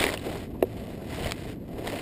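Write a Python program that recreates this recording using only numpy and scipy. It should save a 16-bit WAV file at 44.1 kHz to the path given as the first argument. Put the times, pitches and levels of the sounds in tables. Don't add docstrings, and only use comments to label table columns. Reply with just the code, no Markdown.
import sys
import numpy as np
from scipy import signal
from scipy.fft import rfft, irfft, next_fast_len
from scipy.io import wavfile
from scipy.ndimage import map_coordinates

SR = 44100
rng = np.random.default_rng(int(sys.argv[2]) if len(sys.argv) > 2 else 0)


def generate_wav(signal):
    frames = np.transpose(np.atleast_2d(signal))
    scaled = np.clip(frames, -1, 1) * 32767
    pcm = np.round(scaled).astype(np.int16)
    wavfile.write(sys.argv[1], SR, pcm)


N = 88993
BAND_HZ, HOLD_HZ, TOP_HZ = 5450, 12000, 15280

# (frequency [Hz], relative level [dB])
FIBRE_SPECTRUM = [(100, -63.5), (700, 1.5), (1000, 0.5), (1300, -6.5), (2050, 2), (2600, -2.5),
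                  (3200, -2.5), (4200, -6), (5000, -9)]
# (frequency [Hz], relative level [dB])
WALL_SPECTRUM = [(30, -3.5), (150, -6.5), (300, -2.5), (520, -1), (680, -3), (850, -11), (1200, -20),
                 (2500, -53.5)]


def hay():
    # (time [s], level [dB])
    crackle_levels = [(0, -28.5), (.045, -34), (.1, -36.5), (.145, -35.5), (.165, -54), (.22, -46.5),
                      (.26, -44.5), (.45, -49), (.485, -64), (.61, -61.5), (.78, -52), (1.05, -55),
                      (1.12, -42.5), (1.27, -38), (1.34, -50.5), (1.52, -48), (1.56, -64), (1.62, -66.5),
                      (1.83, -48), (1.9, -41), (2.02, -44)]
    # (time [s], level [dB])
    scrape_levels = [(0, -23.5), (.045, -30.5), (.13, -32), (.19, -48), (.27, -34), (.36, -39.5),
                     (.5, -52.5), (.55, -50), (.61, -49), (.8, -43.5), (1.06, -44), (1.26, -33),
                     (1.34, -47), (1.5, -45.5), (1.6, -55.5), (1.8, -38.5), (1.94, -35.5), (2.02, -45)]
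    # (frequency [Hz], relative level [dB])
    pop_spectrum = [(100, -36), (600, -21), (1100, -2), (2000, -1), (3600, 0), (4500, -3), (5200, -9)]
    clumps_db, crackle_db = 1.5 * wobble(per_s=130), curve(crackle_levels)
    effort = amp(crackle_db + clumps_db)
    crackle = colour(grains(per_s=7000, spread_db=7.5) * effort, FIBRE_SPECTRUM)
    pop_db = -4 + .15 * (crackle_db - crackle_db.max())
    pops = colour(amp(pop_db) * grains(per_s=200, spread_db=1) * effort, pop_spectrum)
    slips = grains(per_s=1500, spread_db=5.5) * amp(curve(scrape_levels) + clumps_db)
    return pipe_echo(crackle + colour(slips, WALL_SPECTRUM)) + pops


def rubs():
    # (time [s], half length [s], pitch [Hz], level [dB])
    catches = [(.27, .008, 440, -32), (.33, 0.0056, 620, -40), (.553, 0.0076, 950, -49.5),
               (1.215, .007, 400, -41)]
    out, t = np.zeros(N), np.arange(N) / SR
    for s, half, hz, db in catches:
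        swell = amp(db) * np.exp(-.5 * ((t - s) / half) ** 2)
        out += swell * np.sqrt(2) * np.sin(2 * np.pi * hz * t + 1.2 * wobble(per_s=160))
    return out


def snaps():
    # (time [s], level [dB], thud re crack [dB], ring pitch [Hz], ring re crack [dB])
    breaks = [(.0035, -19.5, -18, 3380, 5.5), (.028, -20.5, -16, 2230, 9.5), (.0405, -14.5, 3.5, 2360, 5),
              (.0665, -23, 4, 1980, 8.5), (.08, -28.5, -12, 1980, 10.5), (.09, -29, -7, 2000, 15),
              (0.1397, -23, -7, 1950, -3), (0.1753, -30, -25, 2720, 7.5), (0.1952, -40.5, -20, 3854, 10),
              (1.2455, -33.5, 6, 3040, 10), (1.271, -25.5, -16, 2002, 0), (1.284, -32, -6, 2270, 0),
              (1.872, -27.5, -7, 3830, 5.5), (1.876, -27, -2, 2000, 4), (1.9225, -31, 5.5, 1910, 0),
              (1.988, -35, -14, 2850, 4)]
    cracks = bursts([(s, db) for s, db, *_ in breaks], t60_s=.012)
    thuds = bursts([(s, db + thud_db) for s, db, thud_db, *_ in breaks], t60_s=.013)
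    ring_t60_s = .0094
    rings = sum(struck([(hz, db + ring_db, ring_t60_s)], s, attack_s=.00037)
                for s, db, _, hz, ring_db in breaks)
    return colour(cracks, FIBRE_SPECTRUM) + colour(thuds, WALL_SPECTRUM) + rings


def flicks():
    # (time [s], level [dB])
    hits = [(1.3102, -31), (1.3208, -22)]
    # (frequency [Hz], relative level [dB])
    flick_spectrum = [(100, -22), (600, -12), (1100, 1), (2000, 1), (3600, 2), (4500, -2.5), (5400, -5)]
    clicks = np.zeros(N)
    for s, db in hits:
        clicks[round(s * SR)] = -amp(db + 21)
    return colour(clicks + bursts(hits, t60_s=.011), flick_spectrum)


def knock():
    # (time [s], gain [dB])
    blows = [(0.6267, 1), (0.6372, -12.5)]
    # (frequency [Hz], level [dB], t60 [s])
    low_modes = [(380, -1.9, 0.028), (447, -4.1, .033), (520, -8.5, 0.045), (598, -0.5, .0176)]
    # (frequency [Hz], level [dB], t60 [s])
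    high_modes = [(1130, -31.5, 0.034), (1770, -37, 0.024), (2255, -34, .025), (2726, -20, 0.012),
                  (3830, -35, 0.02)]
    # (frequency [Hz], relative level [dB])
    tick_spectrum = [(100, -19), (600, 5), (1100, -5), (1500, -3), (2750, -1), (4000, -10), (4600, -19),
                     (5400, -11)]
    contact_s = blows[0][0] - .0015
    tick = colour(bursts([(contact_s, -27.5)], t60_s=.018), tick_spectrum)
    clack = struck(high_modes, contact_s, attack_s=.0007)
    thumps = sum(amp(db) * struck(low_modes, s, attack_s=.003) for s, db in blows)
    return tick + clack - thumps


def air():
    # (frequency [Hz], relative level [dB])
    air_spectrum = [(15, -26), (60, -12.5), (130, -2), (240, 1), (400, -4), (550, -11.5), (750, -24),
                    (1100, -36.5), (2500, -41), (5000, -57)]
    return amp(-39.5) * unit(colour(rng.standard_normal(N), air_spectrum))


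def rumble():
    # (time [s], level [dB])
    rumble_levels = [(0, -46), (.06, -45), (.2, -40.5), (.55, -41.5), (.75, -42.5), (1.08, -43.5),
                     (1.13, -37.5), (1.18, -41.5), (1.27, -32), (1.33, -42.5), (1.48, -38.5), (1.58, -49),
                     (1.8, -39), (1.92, -40.5), (2.02, -51)]
    # (frequency [Hz], relative level [dB])
    rumble_spectrum = [(15, -16.5), (45, 0), (110, 0), (170, -7.5), (300, -11), (700, -41.5), (2000, -76)]
    return amp(curve(rumble_levels)) * unit(colour(rng.standard_normal(N), rumble_spectrum))


def pipe_echo(x, echo_db=-11.5, t60_s=.049):
    t = np.arange(SR // 8) / SR
    tail = rng.standard_normal(len(t)) * amp(-60 * t / t60_s)
    return x + amp(echo_db) * signal.fftconvolve(x, tail / np.linalg.norm(tail))[:N]


def grains(per_s, spread_db):
    chance, size, side = rng.random(N), rng.standard_normal(N), rng.standard_normal(N)
    return unit((chance < per_s / SR) * amp(spread_db * np.minimum(size, 2)) * np.sign(side))


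def bursts(rows, t60_s):
    out, t = np.zeros(N + SR), np.arange(SR // 20) / SR
    for s, db in rows:
        out[round(s * SR):][:len(t)] += amp(db - 60 * t / t60_s) * np.sign(rng.standard_normal(len(t)))
    return out[:N]


def struck(modes, start_s, attack_s):
    t = np.maximum(np.arange(N) / SR - start_s, 0)
    ringing = sum(amp(db - 60 * t / t60) * np.sin(2 * np.pi * hz * t) for hz, db, t60 in modes)
    return ringing * (1 - np.exp(-t / attack_s))


def colour(x, spectrum):
    size = 8192
    bins_hz = np.fft.rfftfreq(size, 1 / SR)
    hz, db = np.transpose(spectrum)
    gain = amp(np.interp(np.log(bins_hz + 1), np.log(hz), db))
    gain /= np.sqrt(np.mean((gain * (bins_hz < BAND_HZ)) ** 2))
    cepstrum = irfft(np.log(gain))
    cepstrum[1:size // 2] *= 2
    cepstrum[size // 2 + 1:] = 0
    return signal.fftconvolve(x, irfft(np.exp(rfft(cepstrum))))[:N]


def wobble(per_s):
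    knots = rng.standard_normal(int(N * per_s / SR) + 4)
    return map_coordinates(knots, [np.arange(N) * per_s / SR])


def curve(rows):
    return np.interp(np.arange(N) / SR, *np.transpose(rows))


def amp(db):
    return 10 ** (np.asarray(db) / 20)


def unit(x):
    return x / np.sqrt(np.mean(x ** 2) + 1e-20)


def scene():
    return (hay() + rubs() + snaps() + flicks() + knock() + air() + rumble())[None]


def record(dry):
    size = next_fast_len(N + SR // 2)
    hz = np.fft.rfftfreq(size, 1 / SR)
    narrow = irfft(rfft(dry, size) / np.sqrt(1 + (hz / BAND_HZ) ** 36), size)
    mirrored = narrow * (1 + 2 * np.cos(2 * np.pi * HOLD_HZ * np.arange(size) / SR))
    hold_droop = np.sinc(hz / HOLD_HZ) + .003j
    low_pass = 1 / np.sqrt(1 + (hz / TOP_HZ) ** 320)
    return irfft(rfft(mirrored) * hold_droop * low_pass, size)[:, :N]


dry = scene()
out = record(dry)
generate_wav(out)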